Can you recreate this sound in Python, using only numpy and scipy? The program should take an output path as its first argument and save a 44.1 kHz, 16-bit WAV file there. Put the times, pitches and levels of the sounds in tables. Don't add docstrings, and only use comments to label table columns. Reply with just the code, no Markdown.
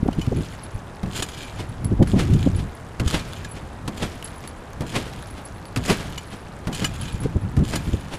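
import sys
import numpy as np
from scipy import signal
from scipy.io import wavfile
from scipy.ndimage import uniform_filter1d, map_coordinates

SR = 44100
rng = np.random.default_rng(int(sys.argv[2]) if len(sys.argv) > 2 else 0)


def unload_audio(sound):
    columns = np.transpose(np.atleast_2d(sound))
    steps = np.round(np.clip(columns, -1, 1) * 32767)
    wavfile.write(sys.argv[1], SR, steps.astype(np.int16))


N = 361090
T = np.arange(N) / SR


def amp(db):
    return 10 ** (np.asarray(db) / 20)


def evened(x):
    return x / np.sqrt(np.mean(x ** 2) + 1e-20)


def add(mix, s, sound):
    part = mix[max(0, round(s * SR)):][:len(sound)]
    part += sound[:len(part)]


def level(curve):
    return amp(np.interp(T, *np.transpose(curve)))


def swell(s, rise_s, fall_s):
    return np.exp(-np.minimum(np.maximum((s - T) / rise_s, (T - s) / fall_s), 20))


def colour(x, points):
    hz, db = np.transpose(points)
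    bin_hz = abs(np.fft.fftfreq(4096, 1 / SR))
    log_gain = np.log(amp(np.interp(np.log(bin_hz + 1), np.log(hz), db)))
    spectrum = np.exp(np.conj(signal.hilbert(log_gain)))
    taps = np.fft.ifft(spectrum).real[:len(log_gain) // 2]
    return signal.oaconvolve(x, taps / np.linalg.norm(taps))[:len(x)]


def wander(hz):
    knots = np.arange(0, T[-1] + 1, .5 / hz)
    return evened(np.interp(T, knots, rng.standard_normal(len(knots))))


def clicks(per_s, spread_db):
    at = np.flatnonzero(rng.random(N) < per_s / SR)
    size_db = spread_db * np.minimum(rng.exponential(1, len(at)), 4)
    out = np.zeros(N)
    out[at] = rng.choice([-1, 1], len(at)) * amp(size_db)
    return evened(out)


def ring(modes, detune=0.):
    t = T[:SR // 4]
    out = np.zeros(len(t))
    for hz, db, t60 in modes:
        sign = rng.choice([-1, 1])
        pitch = hz * (1 + detune * rng.standard_normal())
        out += sign * amp(db - 60 * t / t60) * np.sin(2 * np.pi * pitch * t)
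    return out


def burst(rise, decay):
    t = T[:SR // 4]
    shape = (1 - np.exp(-t / rise)) * np.exp(-t / decay)
    return shape / shape.max() * rng.standard_normal(len(t))


# (frequency [Hz], density [dB per Hz])
YARD_SPECTRUM = [(20, -38), (65, -9), (140, -6), (260, -5), (520, -7.5), (850, -7.5), (1600, -14.5),
                 (2400, -23), (5000, -33.5), (11000, -37), (15000, -86)]


def yard(gain_db=-41):
    return amp(gain_db) * colour(rng.standard_normal(N), YARD_SPECTRUM)


# (time [s], level [dB])
WIND_CURVE = [(0.0, -31), (0.23, -30), (0.48, -41), (1.48, -39), (2.16, -23), (2.49, -25), (2.73, -39),
              (3.01, -39), (3.15, -31), (3.3, -37), (4.72, -41), (4.86, -37), (5.66, -41), (5.91, -36),
              (6.54, -41), (6.82, -34), (7.73, -30), (8.19, -40)]
# (middle [s], level [dB], standard deviation of the bell [s], air speed [factor])
WIND_BUFFETS = [(.032, -10.5, 0.0025, 1.36), (0.063, -17.5, 0.0059, 1.58), (.088, -11.5, 0.0025, 2.1),
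                (0.192, -15, 0.0061, 1.01), (.279, -13, 0.0043, 1.09), (0.325, -18.5, 0.0071, 1.73),
                (0.384, -20, 0.03, 1.16), (.756, -22.5, 0.01, 0.72), (1.856, -20, .012, .7),
                (1.926, -13, 0.011, 1.08), (2.005, -8, 0.0045, 1.14), (2.018, -9, 0.012, 1.58),
                (2.142, -10, 0.0057, 1.7), (2.166, -13.5, 0.01, 1.7), (2.335, -12, 0.032, 0.99),
                (2.471, -9.5, 0.0057, 1.55), (2.58, -22.5, .06, .7), (3.069, -14, .009, 0.6),
                (7.147, -17.5, 0.0044, 0.79), (7.258, -14.5, 0.0045, 1.45), (7.364, -12.5, .0072, 1.27),
                (7.449, -20, 0.018, 0.85), (7.584, -13, 0.0098, .75), (7.617, -14, .016, 1.03),
                (7.886, -20, 0.011, 1.13), (7.941, -14, 0.0086, 1.18)]
# (frequency [Hz], density [dB per Hz])
EDDY_SPECTRUM = [(20, -13.5), (50, -2), (110, 1.5), (210, -6.5), (340, -15), (600, -33.5), (1200, -65.5),
                 (3000, -86)]
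SWAY_S, SWAY_DB, SWAY_RISE_S, SWAY_FALL_S = 0.133, -42, 0.079, .25


def wind(steady_db=0.5, buffet_db=0, usual_db=-27, quickening=.05, lump_db=2.5):
    eddies = colour(rng.standard_normal(2 * N), EDDY_SPECTRUM)
    eddies /= np.sqrt(uniform_filter1d(eddies ** 2, size=900) + 0.0057)
    sway = amp(SWAY_DB) * sum(swell(s + SWAY_S, SWAY_RISE_S, SWAY_FALL_S) for s, *_ in LANDINGS)
    lumps = amp(steady_db + lump_db * wander(hz=16.2))
    force = lumps * np.hypot(level(WIND_CURVE), sway)
    drift = 0.88 * (force / amp(usual_db)) ** quickening
    out = force * map_coordinates(eddies, [np.cumsum(drift)], order=1, mode="wrap")
    for s, db, half, speed in WIND_BUFFETS:
        t = np.arange(-3 * half, 3 * half, 1 / SR)
        bell = np.exp(-.5 * (t / half) ** 2)
        path = rng.uniform(SR, N) + speed * SR * t
        gust = bell * map_coordinates(eddies, [path], order=1)
        add(out, s + t[0], amp(db + buffet_db) * evened(gust) * np.sqrt(np.mean(bell ** 2)))
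    return out


# (frequency [Hz], density [dB per Hz])
SPRAY_SPECTRUM = [(300, -12), (1200, 11.5), (3000, 6), (5500, 1), (11000, -4), (15000, -9)]


def droplets(per_s, cycles=2., spread_db=9.5, count=24):
    t, out = T[:SR // 50], np.zeros(N)
    for hz in np.geomspace(1500, 12000, count):
        age = t * hz / cycles
        drop = np.exp(-age) * np.sin(2 * np.pi * hz * t)
        out += signal.oaconvolve(clicks(per_s / count, spread_db), hz * drop)[:N]
    return evened(colour(out, SPRAY_SPECTRUM))


# (time [s], level [dB], pitch [Hz])
BIG_DROPS = [(0.266, -28, 2830), (1.8454, -25, 10700), (3.3333, -25, 3540), (4.226, -24, 2930),
             (4.4752, -24.5, 10600), (4.7323, -30.5, 6500), (5.1347, -29.5, 3980), (5.6542, -30.5, 4570),
             (7.2353, -26.5, 10500)]
RAIN_DB = -56
SPRAY_S, SPRAY_DB, SPRAY_SPREAD_S = 0.4, -51, .14


def rain(patter_db=-.5, fizz_db=-6.0, plink_db=-3, tick_db=-7, plink_s=0.0013):
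    spray = sum(swell(s + SPRAY_S, SPRAY_SPREAD_S, SPRAY_SPREAD_S) for s, *_ in LANDINGS)
    shower = amp(RAIN_DB) + amp(SPRAY_DB) * spray
    ticks = amp(fizz_db) * shower * clicks(per_s=2500, spread_db=4)
    plinks, t = np.zeros(N), T[:SR // 20]
    for s, db, hz in BIG_DROPS:
        add(ticks, s, amp(db + tick_db) * burst(rise=.0002, decay=.0022))
        add(plinks, s, amp(db + plink_db) * np.exp(-t / plink_s) * np.sin(2 * np.pi * hz * t))
    patter = shower * droplets(per_s=700, cycles=2.2, spread_db=3.8)
    return colour(ticks, SPRAY_SPECTRUM) + plinks + amp(patter_db) * patter


# (time [s], level [dB])
FRAME_DRIPS = [(0.633, -33.5), (1.8457, -29), (2.0765, -36), (2.5611, -33), (3.5104, -32.5), (4.244, -24),
               (4.4752, -31), (5.449, -32), (5.653, -38), (7.013, -28.5), (7.123, -35), (7.202, -34),
               (8.1314, -36.5)]
# (frequency [Hz], level [dB], 60 dB decay time [s])
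STEEL_MODES = [(4484, -15, .11), (7660, -16, .11), (10685, 0, .09)]
SHAKEN_S = (.25, .75)


def frame(ping_db=-5, faint_db=-48.0, spread_db=3, count=9):
    out = np.zeros(N)
    onset = 1 - np.exp(-T[:SR // 4] / 0.00014)
    drips = list(FRAME_DRIPS)
    for landing, *_ in LANDINGS:
        for _ in range(count):
            drips.append((landing + rng.uniform(*SHAKEN_S), faint_db + spread_db * rng.standard_normal()))
    for s, db in drips:
        modes = [(hz, d + 2 * rng.standard_normal(), t60) for hz, d, t60 in STEEL_MODES]
        pair = ring(modes, detune=0.00507) + ring(modes, detune=0.00495)
        add(out, s, amp(db + ping_db) * onset * pair)
    return out


# (frequency [Hz], density [dB per Hz])
WATER_SPECTRUM = [(50, 2), (200, 5.5), (500, -2.5), (1100, -10), (3000, -11.5), (6000, -21), (10500, -26),
                  (15000, -46)]
SLOSH_DB, SLOSH_RISE_S, SLOSH_FALL_S = -5, 0.023, 0.027
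CLAP_RISE_S, CLAP_FALL_S = 0.0042, 0.013
BACKWASH_S, BACKWASH_DB, BACKWASH_SPREAD_S = 0.11, -17, 0.038
FALLBACK_S, FALLBACK_SPREAD_S = 0.573, 0.019


def puddle(gain_db=0.0, spray_db=-14, spray_s=0.059, ripple_db=4, ripple_hz=25):
    surge, ripples = np.zeros(N), evened(amp(ripple_db * wander(hz=ripple_hz)))
    for s, _, sink_s, *_, slosh_db, fallback_db in LANDINGS:
        lowest = s + sink_s
        clap = swell(lowest, CLAP_RISE_S, CLAP_FALL_S)
        run_in = amp(SLOSH_DB) * swell(lowest + CLAP_FALL_S / 2, SLOSH_RISE_S, SLOSH_FALL_S)
        backwash = swell(lowest + BACKWASH_S, BACKWASH_SPREAD_S, BACKWASH_SPREAD_S)
        backwash *= amp(BACKWASH_DB) * ripples
        surge += amp(slosh_db) * np.sqrt(clap ** 2 + run_in ** 2 + backwash ** 2)
        surge += amp(fallback_db) * swell(s + FALLBACK_S, FALLBACK_SPREAD_S, FALLBACK_SPREAD_S)
    keep = np.exp(-1 / (spray_s * SR))
    scatter = signal.lfilter([1 - keep], [1, -keep], surge)
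    slosh = colour(surge * clicks(per_s=8000, spread_db=1.5), WATER_SPECTRUM)
    spray = scatter * droplets(per_s=3500, cycles=1.2, spread_db=4.3)
    return amp(gain_db) * slosh + amp(spray_db) * spray


def coils(modes, detune, count=4):
    clank = sum(ring(modes, detune) for _ in range(count))
    return clank / np.linalg.norm(clank)


# (frequency [Hz], level [dB], 60 dB decay time [s])
COIL_MODES = [(1288, -6.5, 0.077), (1660, -5.5, .07), (2416, -7, 0.13), (3020, -2.5, 0.051),
              (3590, -6.5, 0.036), (4000, -10, 0.056), (4270, -12, 0.068), (4960, -16, 0.15),
              (5870, -9, 0.076), (6630, -7.5, 0.047), (7055, 0.5, 0.062), (7870, -1.5, 0.038),
              (8770, -5, 0.038), (9650, -5.5, 0.037), (10050, -8, 0.044), (13100, -15, 0.092)]


def modes_near(centre_hz, db_per_octave):
    return [(hz, db - db_per_octave * abs(np.log2(hz / centre_hz)), t60) for hz, db, t60 in COIL_MODES]


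# (time [s], level [dB], frequency around which the coil rings most [Hz])
HOOK_SNAPS = [(0.127, -29, 3260), (0.2125, -23, 3060), (1.161, -19, 4340), (1.2221, -9.5, 3020),
              (1.43, -27, 2450), (2.203, -30, 2230), (2.333, -26.5, 5000), (3.075, -15.5, 6780),
              (3.192, -24, 2450), (3.4453, -23.5, 2200), (5.8575, -21, 4150), (6.1764, -20.5, 2900),
              (6.726, -21, 3300), (6.745, -19, 4500), (6.8428, -9, 2900), (7.0784, -27, 2700),
              (7.7546, -12.5, 3050)]
# (frequency [Hz], density [dB per Hz])
HOOK_SPECTRUM = [(200, 2.5), (700, -7.5), (1500, -7.5), (3200, -7.5), (4300, -7.5), (5400, -13),
                 (9500, -18.5), (12000, -19), (15000, -49)]


def snaps(dry_db=-10, ring_db=-10.5, focus_db=11, slip_s=0.0047):
    rasps, rings = np.zeros((2, N))
    for s, db, centre in HOOK_SNAPS:
        slip = amp(db) * burst(rise=.003, decay=slip_s)
        modes = modes_near(centre, focus_db * amp(-25.5 - db))
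        add(rasps, s, slip)
        add(rings, s, signal.oaconvolve(slip, coils(modes, detune=.015)))
    return amp(dry_db) * colour(rasps, HOOK_SPECTRUM) + amp(ring_db) * rings


STRETCH_RISE_S, STRETCH_FALL_S = 0.036, 0.051
SLACKEN_S, SLACKEN_RISE_S, SLACKEN_FALL_S = 0.366, 0.084, 0.11


def springs(creak_db=-2, dry_db=-1, ring_db=-7, slack_dry_db=-2, slack_ring_db=-4.0,
            slack_hz=2500, slack_focus_db=6, count=5):
    stretch, slack, rub, jangle = np.zeros((4, N))
    for s, _, _, creak_s, _, _, sink_db, rise_db, *_ in LANDINGS:
        stretch += amp(sink_db) * swell(s + creak_s, STRETCH_RISE_S, STRETCH_FALL_S)
        slack += amp(rise_db) * swell(s + SLACKEN_S, SLACKEN_RISE_S, SLACKEN_FALL_S)
    jerks = evened(amp(3 * wander(hz=50)))
    for _ in range(count):
        slips = jerks * evened(amp(3 * wander(hz=40)) * clicks(per_s=150, spread_db=3.3))
        rasp = burst(rise=.0003, decay=.001)
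        taut = coils(COIL_MODES, detune=.025, count=2)
        loose = coils(modes_near(slack_hz, slack_focus_db), detune=0.0404, count=2)
        rubbing = slips * (stretch + amp(slack_dry_db) * slack)
        rub += signal.oaconvolve(rubbing, rasp / np.linalg.norm(rasp))[:N]
        jangle += amp(ring_db) * signal.oaconvolve(slips * stretch, taut)[:N]
        jangle += amp(slack_ring_db) * signal.oaconvolve(slips * slack, loose)[:N]
    return amp(creak_db) / np.sqrt(count) * (amp(dry_db) * colour(rub, HOOK_SPECTRUM) + jangle)


# (first foot meets the mat [s], second foot after that [s], lowest point after the
#   first foot [s], loudest creak after the first foot [s], boom [dB], slap [dB], creak on sinking [dB],
#   jingle on rising [dB], slosh [dB], water falling back [dB])
LANDINGS = [(.078, 0.032, 0.17, .12, -28, -40.5, -40, -41.5, -39, -42),
            (1.031, .029, .16, 0.14, -17.5, -37, -28, -34.5, -29, -28),
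            (2.025, 0.047, 0.17, 0.09, -22, -29, -37.5, -38, -18, -32),
            (2.997, .004, .147, 0.099, -13.5, -26, -29, -45, -16, -34.5),
            (3.877, 0.0039, .15, 0.1, -17.5, -27, -36, -49, -19.5, -37),
            (4.807, .012, .152, 0.092, -14.5, -32, -37, -49, -15.5, -35),
            (5.761, .012, 0.1398, 0.12, -13.5, -22, -27, -45, -11.5, -32),
            (6.671, 0.0059, .15, .11, -12.5, -30, -28, -34.5, -24, -33.5),
            (7.566, 0.024, 0.17, 0.12, -16.5, -33.5, -30.5, -40, -20.5, -27)]
# (frequency [Hz], level [dB], 60 dB decay time [s])
FABRIC_MODES = [(65, -6, 0.39), (106.7, -2, 0.17), (134, -4, 0.35), (182, -2.5, 0.26), (243, -5.5, 0.2),
                (315, -8, 0.15), (450, -9, 0.028)]
# (frequency [Hz], density [dB per Hz])
SLAP_SPECTRUM = [(100, -68), (400, -4.5), (1000, 1), (3200, -3.5), (6000, -10), (11000, -14.5),
                 (15000, -29)]
KNOCK_SPECTRUM = [(50, -4.5), (230, -1), (700, -14), (2000, -27), (6000, -60)]
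SECOND_FOOT_DB = -5


def landings(boom_db=-1, slap_db=0, knock_db=-12, knock_s=0.033):
    booms, slaps, knocks = np.zeros((3, N))
    for first, lag, _, _, boom, slap, *_ in LANDINGS:
        for s, db in (first, 0), (first + lag, SECOND_FOOT_DB):
            drum = ring(FABRIC_MODES, detune=.08) + ring(FABRIC_MODES, detune=.08)
            add(booms, s, amp(db + boom + boom_db) * drum / abs(drum).max())
            add(slaps, s, amp(db + slap + slap_db) * burst(rise=.0004, decay=.007))
            add(knocks, s, amp(db + boom + knock_db) * burst(rise=0.002, decay=knock_s))
    return booms + colour(slaps, SLAP_SPECTRUM) + colour(knocks, KNOCK_SPECTRUM)


def scene():
    background = yard() + wind()
    near = rain() + frame() + puddle() + snaps() + springs() + landings()
    return (background + near)[None]


EDGE_HZ = 15300


def record(dry):
    rounded = dry / (1 + (dry / .8) ** 4) ** .25
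    low_pass = signal.firwin(255, EDGE_HZ, window=("kaiser", 9), fs=SR)
    return signal.oaconvolve(rounded, low_pass[None], "same")


dry = scene()
out = record(dry)
unload_audio(out)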